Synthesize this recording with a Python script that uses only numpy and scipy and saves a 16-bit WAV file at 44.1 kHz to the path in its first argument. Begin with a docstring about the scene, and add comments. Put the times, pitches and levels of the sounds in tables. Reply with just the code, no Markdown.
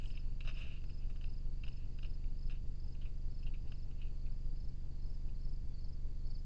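"""Crickets at a water trough at night

One cricket chirps steadily by stridulation, drawing a scraper along a file on its wings; a lower one
chirps faintly near the start and twice more clearly near the end. A distant chorus swells on the steady
beat, and there is one faint, far peep. An animal scuffs dry ground, where grit sticks and slips in
clicks that ring the housing of a small trail camera. Its electronics hum and throb over a steady hiss."""
import sys
import numpy as np
from scipy import signal
from scipy.io import wavfile
from scipy.ndimage import uniform_filter1d

SR = 44100
rng = np.random.default_rng(int(sys.argv[2]) if len(sys.argv) > 2 else 0)


def waveform_to_disk(signal):
    """Save audio, clipped to [-1, 1], as 16-bit WAV at the path in sys.argv[1]."""
    frames = np.transpose(np.atleast_2d(signal))
    scaled = np.clip(frames, -1, 1) * 32767
    samples = np.round(scaled).astype(np.int16)
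    wavfile.write(sys.argv[1], SR, samples)


N = 284445
TIME = np.arange(N) / SR


def amp(db):
    """Amplitude ratio of a level in decibels."""
    return 10 ** (np.asarray(db) / 20)


def unit(x):
    """Normalisation to an rms of 1."""
    return x / np.sqrt(np.mean(x ** 2) + 1e-20)


def bump(t, centre, width):
    """Gaussian pulse of height 1."""
    return np.exp(-((t - centre) / width) ** 2)


def add(mix, s, sound):
    """Superposition of a sound on the mix, starting at s seconds."""
    start = round(s * SR)
    sound = sound[max(-start, 0):]
    part = mix[max(start, 0):][:len(sound)]
    part += sound[:len(part)]


def colour(x, spectrum, size=8192):
    """Minimum-phase filter of unit energy, from rows of (frequency [Hz], relative level [dB])."""
    hz, db = np.transpose(spectrum)
    bin_hz = abs(np.fft.fftfreq(size, 1 / SR)) + 1
    log_gain = np.log(amp(np.interp(np.log(bin_hz), np.log(hz), db)))
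    response = np.exp(signal.hilbert(log_gain).conj())
    impulse = np.fft.ifft(response).real[:size // 2]
    return signal.oaconvolve(x, impulse / np.linalg.norm(impulse))[:len(x)]


def grains(count, per_s, spread_db):
    """Shot noise: independent clicks of uneven size, at an rms of 1."""
    size = amp(spread_db * np.minimum(rng.exponential(1, count), 3))
    return unit(size * rng.choice([-1, 1], count) * (rng.random(count) < per_s / SR))


def stroke(length, top_hz, fall_hz):
    """Stridulation: the pitch is the rate of tooth strikes, and sags as the scraper slows on the file."""
    progress = np.linspace(0, 1, max(round(length * SR), 2))
    hz = top_hz * (1 + 0.008 * rng.standard_normal()) - fall_hz * progress ** 3
    return np.sin(np.pi * progress) * np.sin(2 * np.pi * np.cumsum(hz) / SR)


def outdoors(x, wet_db, t60):
    """Scattering from ground and brush adds a short, exponentially decaying tail."""
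    t = TIME[:SR // 2]
    tail = rng.standard_normal(len(t)) * amp(-60 * t / t60) * (t > .003)
    return x + amp(wet_db) * signal.oaconvolve(x, tail / np.linalg.norm(tail))[:N]


# spectrum of the noise floor: (frequency [Hz], relative level [dB])
HISS_SPECTRUM = [(22, 20.5), (72, 25.5), (148, 23.5), (305, 13), (505, 5), (790, 7.5), (1310, 0.7),
                 (2190, -0.66), (2710, -4), (3610, -2.5), (5610, -4), (7310, -4.5), (7910, -12),
                 (8610, -10)]

def hiss():
    """Stationary Gaussian noise of the microphone and the still air."""
    return amp(-66.5) * unit(colour(rng.standard_normal(N), HISS_SPECTRUM))


# harmonics of the camera's frame rate: (harmonic number, relative level [dB])
HUM_HARMONICS = [(1, 1), (2, -23.5), (3, -14), (4, -19), (5, -16.5), (6, -20.5), (7, -33.5), (8, -26.5),
                 (9, -43), (10, -37), (11, -33), (12, -43), (13, -41), (14, -34.5), (15, -43), (16, -52.5),
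                 (17, -50), (18, -42), (19, -52), (20, -38.5), (21, -52), (22, -52.5), (23, -50), (24, -60),
                 (25, -50), (26, -45.5)]

def hum(frame_hz=24.001, resonance_hz=130, bandwidth_hz=10):
    """Current drawn once per frame gives a harmonic series, its phases shifted by a low resonance."""
    (_, fundamental_db), *overtones = HUM_HARMONICS
    wave = amp(fundamental_db) * np.sin(2 * np.pi * frame_hz * (TIME - .032))
    for k, db in overtones:
        hz = k * frame_hz
        lag = np.arctan(2 * (hz - resonance_hz) / bandwidth_hz)
        scatter = max(hz / 200 - 1, 0) * 3 * rng.standard_normal()  # random phase above 200 Hz
        wave += amp(db) * np.cos(2 * np.pi * hz * (TIME - .0264) - lag + scatter)
    return amp(-39.5) * unit(wave)


# the five surges of current in each second: (time within the second [s], relative level [dB])
SURGES = [(0.042, 1), (0.2491, 1.15), (0.4534, 0.9), (0.6384, 1.7), (0.8397, 1.1)]

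def throb(surge_s=.083, rise_s=.006, whine_hz=410.9):
    """Periodic transients: each surge spikes, sags with two dips as it buzzes and whines, then rebounds."""
    t = TIME[:SR // 3]
    gate = (t < surge_s) * 1.
    spike = amp(-31) * t / rise_s * np.exp(1 - t / rise_s)
    sag = amp(-40) * gate * (1 - np.exp(-t / 0.015))
    rebound = amp(-45.5) * bump(t, surge_s + 0.047, 0.0083)
    phase = 2 * np.pi * whine_hz * t
    whine = amp(-75) * gate * (np.sin(phase) + amp(-10) * np.sin(2 * phase))
    swings, buzz_envelope, whines = np.zeros((3, N))
    for second in range(N // SR + 1):
        for s, db in SURGES:
            dips = sum(bump(t, delay + 0.0065 * rng.standard_normal(), 0.0071) for delay in (.033, .071))
            add(swings, second + s, amp(db) * (spike - sag - amp(-38.5) * dips + rebound))
            add(buzz_envelope, second + s, amp(db) * gate * (1 + np.exp(-t / 0.022)))
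            add(whines, second + s, amp(db) * whine)
    thumps = signal.lfilter(*signal.butter(2, [1.5, 200], "bandpass", fs=SR), swings)
    return thumps + buzz(buzz_envelope) + whines


# spectrum of the buzz within a surge: (frequency [Hz], relative level [dB])
BUZZ_SPECTRUM = [(21, -10.5), (52, -2), (92, -5), (152, -15), (272, -22.5), (378, -31.5), (411, -24),
                 (452, -31.5), (632, -30.5), (722, -36.5), (818, -37), (1010, -39), (1410, -51.5),
                 (2510, -74)]

def buzz(envelope):
    """Amplitude-modulated shot noise, filtered to a low buzz."""
    clicks = envelope * grains(N, per_s=1600, spread_db=0.1)
    return amp(-60.5) * unit(colour(clicks, BUZZ_SPECTRUM))


# a distant note: (time [s], duration [s], frequency [Hz], fall [Hz], level [dB])
FAR_PEEPS = [(5.67, .09, 3430, 110, -83)]

def peep():
    """A thin tone with a downward glide, blurred by scattering on its long path."""
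    out = np.zeros(N)
    for s, length, hz, fall_hz, db in FAR_PEEPS:
        add(out, s, amp(db) * stroke(length, hz, fall_hz))
    return outdoors(out, wet_db=-4, t60=.2)


def chorus_gain(lull_db, swell_db, lag_s=.015, width_s=.15):
    """Entrainment: the chorus swells on the nearest cricket's beat, even the one beat that it skips."""
    beats = [s for s, _ in NEAR_CHIRPS] + [4.24]
    crowding = sum(bump(TIME, s + lag_s, width_s) for s in beats)
    return amp(lull_db + swell_db * crowding)


# spectrum of the farthest crickets: (frequency [Hz], relative level [dB])
SHIMMER_SPECTRUM = [(3700, -52.5), (4130, -3.5), (4320, -4.5), (4520, 1), (4750, -7.5), (4980, -0.5),
                    (5130, -18), (5500, -49)]

def far_crickets(count=9, split_hz=4640):
    """Incoherent sum: each cricket has its own pitch and pace, and the farthest merge into band noise."""
    chirps = np.zeros(N)
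    cycle_offsets = np.arange(count) * 4 % count / count
    for top_hz, offset in zip(np.linspace(4440, 5030, count), cycle_offsets):
        period = rng.uniform(.39, .42)
        for s in np.arange(-offset * period, N / SR, period):
            start = s + 0.014 * rng.standard_normal()
            gain = amp(3.1 * rng.standard_normal())
            for k in range(4):
                add(chirps, start + k * .0425, gain * stroke(0.016, top_hz, fall_hz=537))
    voices = unit(outdoors(chirps, wet_db=-8, t60=.25))
    running_rms = np.sqrt(abs(uniform_filter1d(voices ** 2, size=5000)) + 0.012)
    shimmer = unit(colour(rng.standard_normal(N), SHIMMER_SPECTRUM))
    chorus = .91 * voices / running_rms + .42 * shimmer
    low = signal.sosfiltfilt(signal.butter(12, split_hz, fs=SR, output="sos"), chorus)
    high = chorus - low  # the higher voices keep the beat more strictly
    return low * chorus_gain(lull_db=-80.5, swell_db=3.4) + high * chorus_gain(lull_db=-84, swell_db=8.5)


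# puffs of dust: (centre time [s], level [dB], half duration [s])
DUST_PUFFS = [(0.07, -78.5, 0.055), (0.6, -79.5, 0.03)]

def dust_fizz(band_hz=(5500, 8300)):
    """Dense, tiny impacts of dry dust merge into brief high-frequency noise."""
    dust = grains(N, per_s=4500, spread_db=4)
    noise = signal.sosfilt(signal.butter(3, band_hz, "bandpass", fs=SR, output="sos"), dust)
    return unit(noise) * sum(amp(db) * bump(TIME, s, half_s) for s, db, half_s in DUST_PUFFS)


# envelope of one long drag over the ground: (time [s], relative level [dB])
DRAG_ENVELOPE = [(0.52, -72), (0.53, -71), (0.576, -54.5), (0.658, -59), (0.732, -63), (0.778, -67),
                 (0.806, -78), (0.82, -69)]

def drag():
    """Stick-slip friction: dragged grit gives way in a dense train of clicks."""
    times, db = np.transpose(DRAG_ENVELOPE)
    dragging = (TIME > times[0]) * (TIME < times[-1])
    return amp(np.interp(TIME, times, db) - 1.1) * dragging * grains(N, per_s=3700, spread_db=1.5)


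# soft brushes over the ground: (centre time [s], level [dB], half duration [s])
SOFT_BRUSHES = [(0.02, -65.5, 0.047), (0.152, -68, 0.026), (1.028, -75.5, 0.038), (1.814, -76, .055),
                (2.953, -73, .01), (3.68, -77, 0.033), (3.915, -73, .013), (4.041, -73, 0.066),
                (4.571, -78.5, 0.016), (4.815, -86, .03)]

def loose_grit(settle_db=-19, settle_s=.07):
    """Independent clicks add in power: faint stirring, a trickle after each crunch, and soft brushes."""
    t = TIME[:SR // 2]
    power = amp(-82 - 1.5 * TIME) ** 2  # the stirring fades as the animal settles
    for s, db, *_ in GRIT_CRUNCHES:
        add(power, s, (amp(db + settle_db) * np.exp(-t / settle_s)) ** 2)
    for s, db, half_s in SOFT_BRUSHES:
        power += (amp(db) * bump(TIME, s, half_s)) ** 2
    return np.sqrt(power) * grains(N, per_s=900, spread_db=2.5)


# resonance of the camera housing: (frequency [Hz], relative level [dB])
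HOUSING_SPECTRUM = [(510, -40), (1940, -16), (2240, -8), (2510, 1.2), (2700, 4.5), (2940, 0), (3130, -6.5),
                    (3410, -18), (3980, -13.5), (5480, -37), (8390, -51.5)]
# spectrum of the dull part of the ground noise: (frequency [Hz], relative level [dB])
GRIT_SPECTRUM = [(110, -7), (440, -6.5), (640, 5.5), (870, -14), (1120, -2), (1330, 1), (1710, 1.5),
                 (1960, -3), (2310, -2), (3310, -11.5), (3660, -2.5), (4060, -12.5), (4410, -16),
                 (5080, -4), (5520, -18), (6060, -12), (7010, -23), (8390, -26)]
# crunches: (time [s], relative level [dB], duration [s], dull part offset [dB], ring frequency [Hz])
GRIT_CRUNCHES = [(0.038, -62, .006, 1, 2830), (0.057, -55, 0.0083, -10, 2920),
                 (0.101, -60, 0.015, -6, 2820), (0.171, -52, 0.0081, -7.5, 2720),
                 (0.406, -50, 0.01, -5, 2700), (0.448, -62, 0.028, 4, 2720), (0.474, -51, 0.037, 1, 2720),
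                 (0.839, -65, .008, 7, 2640), (0.893, -64, .016, -3, 2710),
                 (1.096, -68.5, 0.023, 5.5, 2640), (1.157, -67.5, 0.013, 3, 2850),
                 (1.21, -62.5, 0.016, -0.5, 2800), (1.24, -54, 0.007, -1.5, 2760),
                 (1.635, -51.5, 0.012, -5.5, 2700), (1.665, -59, 0.0075, 1, 2800),
                 (1.678, -53, .008, -3.5, 2760), (1.987, -56.5, 0.0057, 0, 2750),
                 (2.028, -54, 0.0069, -1.5, 2880), (2.046, -57, 0.017, -4, 2720),
                 (2.24, -64, 0.0057, -6, 2560), (2.497, -61.5, 0.055, -0.5, 2690),
                 (3.013, -64.5, 0.03, -1.5, 2890), (3.052, -65, .033, -4, 2568),
                 (3.428, -63.5, .011, -15, 2820), (3.463, -59.5, 0.026, -6, 2830),
                 (3.537, -61.5, 0.021, -7, 2600), (3.719, -55.5, 0.0061, 3, 2800),
                 (4.016, -58.5, 0.017, -12, 2810), (4.263, -69, 0.021, -12, 2550),
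                 (5.283, -72, 0.022, -7, 2690)]

def ground(housing_hz=2720, snap=0.26):
    """Impulse excitation: grit that slips or crunches under load sounds dull and rings the housing."""
    slips = drag() + loose_grit()
    dull = amp(-2.6) * slips
    ring = colour(slips, HOUSING_SPECTRUM)
    t = TIME[:SR // 8]
    for s, db, length, dull_db, ring_hz in GRIT_CRUNCHES:
        load = bump(t, 0, length) * (1 - np.exp(-t / 0.00032))
        burst = load * grains(len(t), per_s=2400, spread_db=4.0)
        burst[round(.001 * SR)] += snap * np.linalg.norm(burst)  # the grain that breaks first
        # each crunch leans on the low or the high side of the resonance
        rung = colour(burst, np.array(HOUSING_SPECTRUM) * [ring_hz / housing_hz, 1])
        strength = amp(db) * np.linalg.norm(load)  # the load sets the energy
        add(ring, s, amp(-0.9) * strength * rung / np.linalg.norm(rung))
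        add(dull, s, amp(dull_db) * strength * burst / np.linalg.norm(burst))
    return ring + amp(-5.0) * colour(dull, GRIT_SPECTRUM)


# chirps of the nearest cricket: (time of the first stroke [s], relative level [dB])
NEAR_CHIRPS = [(0.08, -62), (0.47, -63.5), (0.869, -63.5), (1.262, -66), (1.653, -65), (2.025, -65.5),
               (2.393, -65), (2.807, -65), (3.315, -65.5), (3.711, -66), (4.568, -67), (5.026, -66),
               (5.417, -65.5), (5.814, -65.5), (6.273, -64.5)]
# the four wing strokes of a chirp: (delay [s], relative level [dB], duration [s])
WING_STROKES = [(0, -2.5, .018), (.037, 0, .02), (.078, .5, .021), (.12, 0, .021)]
# wing strokes of the lower cricket: (time [s], relative level [dB])
LOW_CRICKET_STROKES = [(0.25, -72), (0.3, -73), (5.742, -64.5), (5.787, -63), (5.843, -64.5), (6.265, -65),
                       (6.308, -61), (6.354, -60.5)]

def near_crickets():
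    """Pulsed stridulation, one tone per wing closing: a steady chirper and three chirps of a lower one."""
    out = np.zeros(N)
    for s, db in NEAR_CHIRPS:
        for delay, stroke_db, length in WING_STROKES:
            pulse = stroke(length, top_hz=5212, fall_hz=560)
            add(out, s + delay - length / 2, amp(db + stroke_db - 1.0) * pulse)
    for s, db in LOW_CRICKET_STROKES:
        add(out, s - .008, amp(db - 0.3) * stroke(.023, top_hz=4575, fall_hz=587))
    return outdoors(out, wet_db=-14.0, t60=0.18)


def scene():
    """Linear superposition of all sources at one microphone."""
    outside = near_crickets() + far_crickets() + peep() + ground() + dust_fizz()
    return (outside + hum() + throb() + hiss())[None]


def record(dry):
    """Band limiting: the camera acts as a steep low-pass filter at 8350 Hz."""
    lowpass = signal.firwin(301, 8350, window=("kaiser", 8), fs=SR)
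    return signal.oaconvolve(dry, lowpass[None], "same")


dry = scene()
out = record(dry)
waveform_to_disk(out)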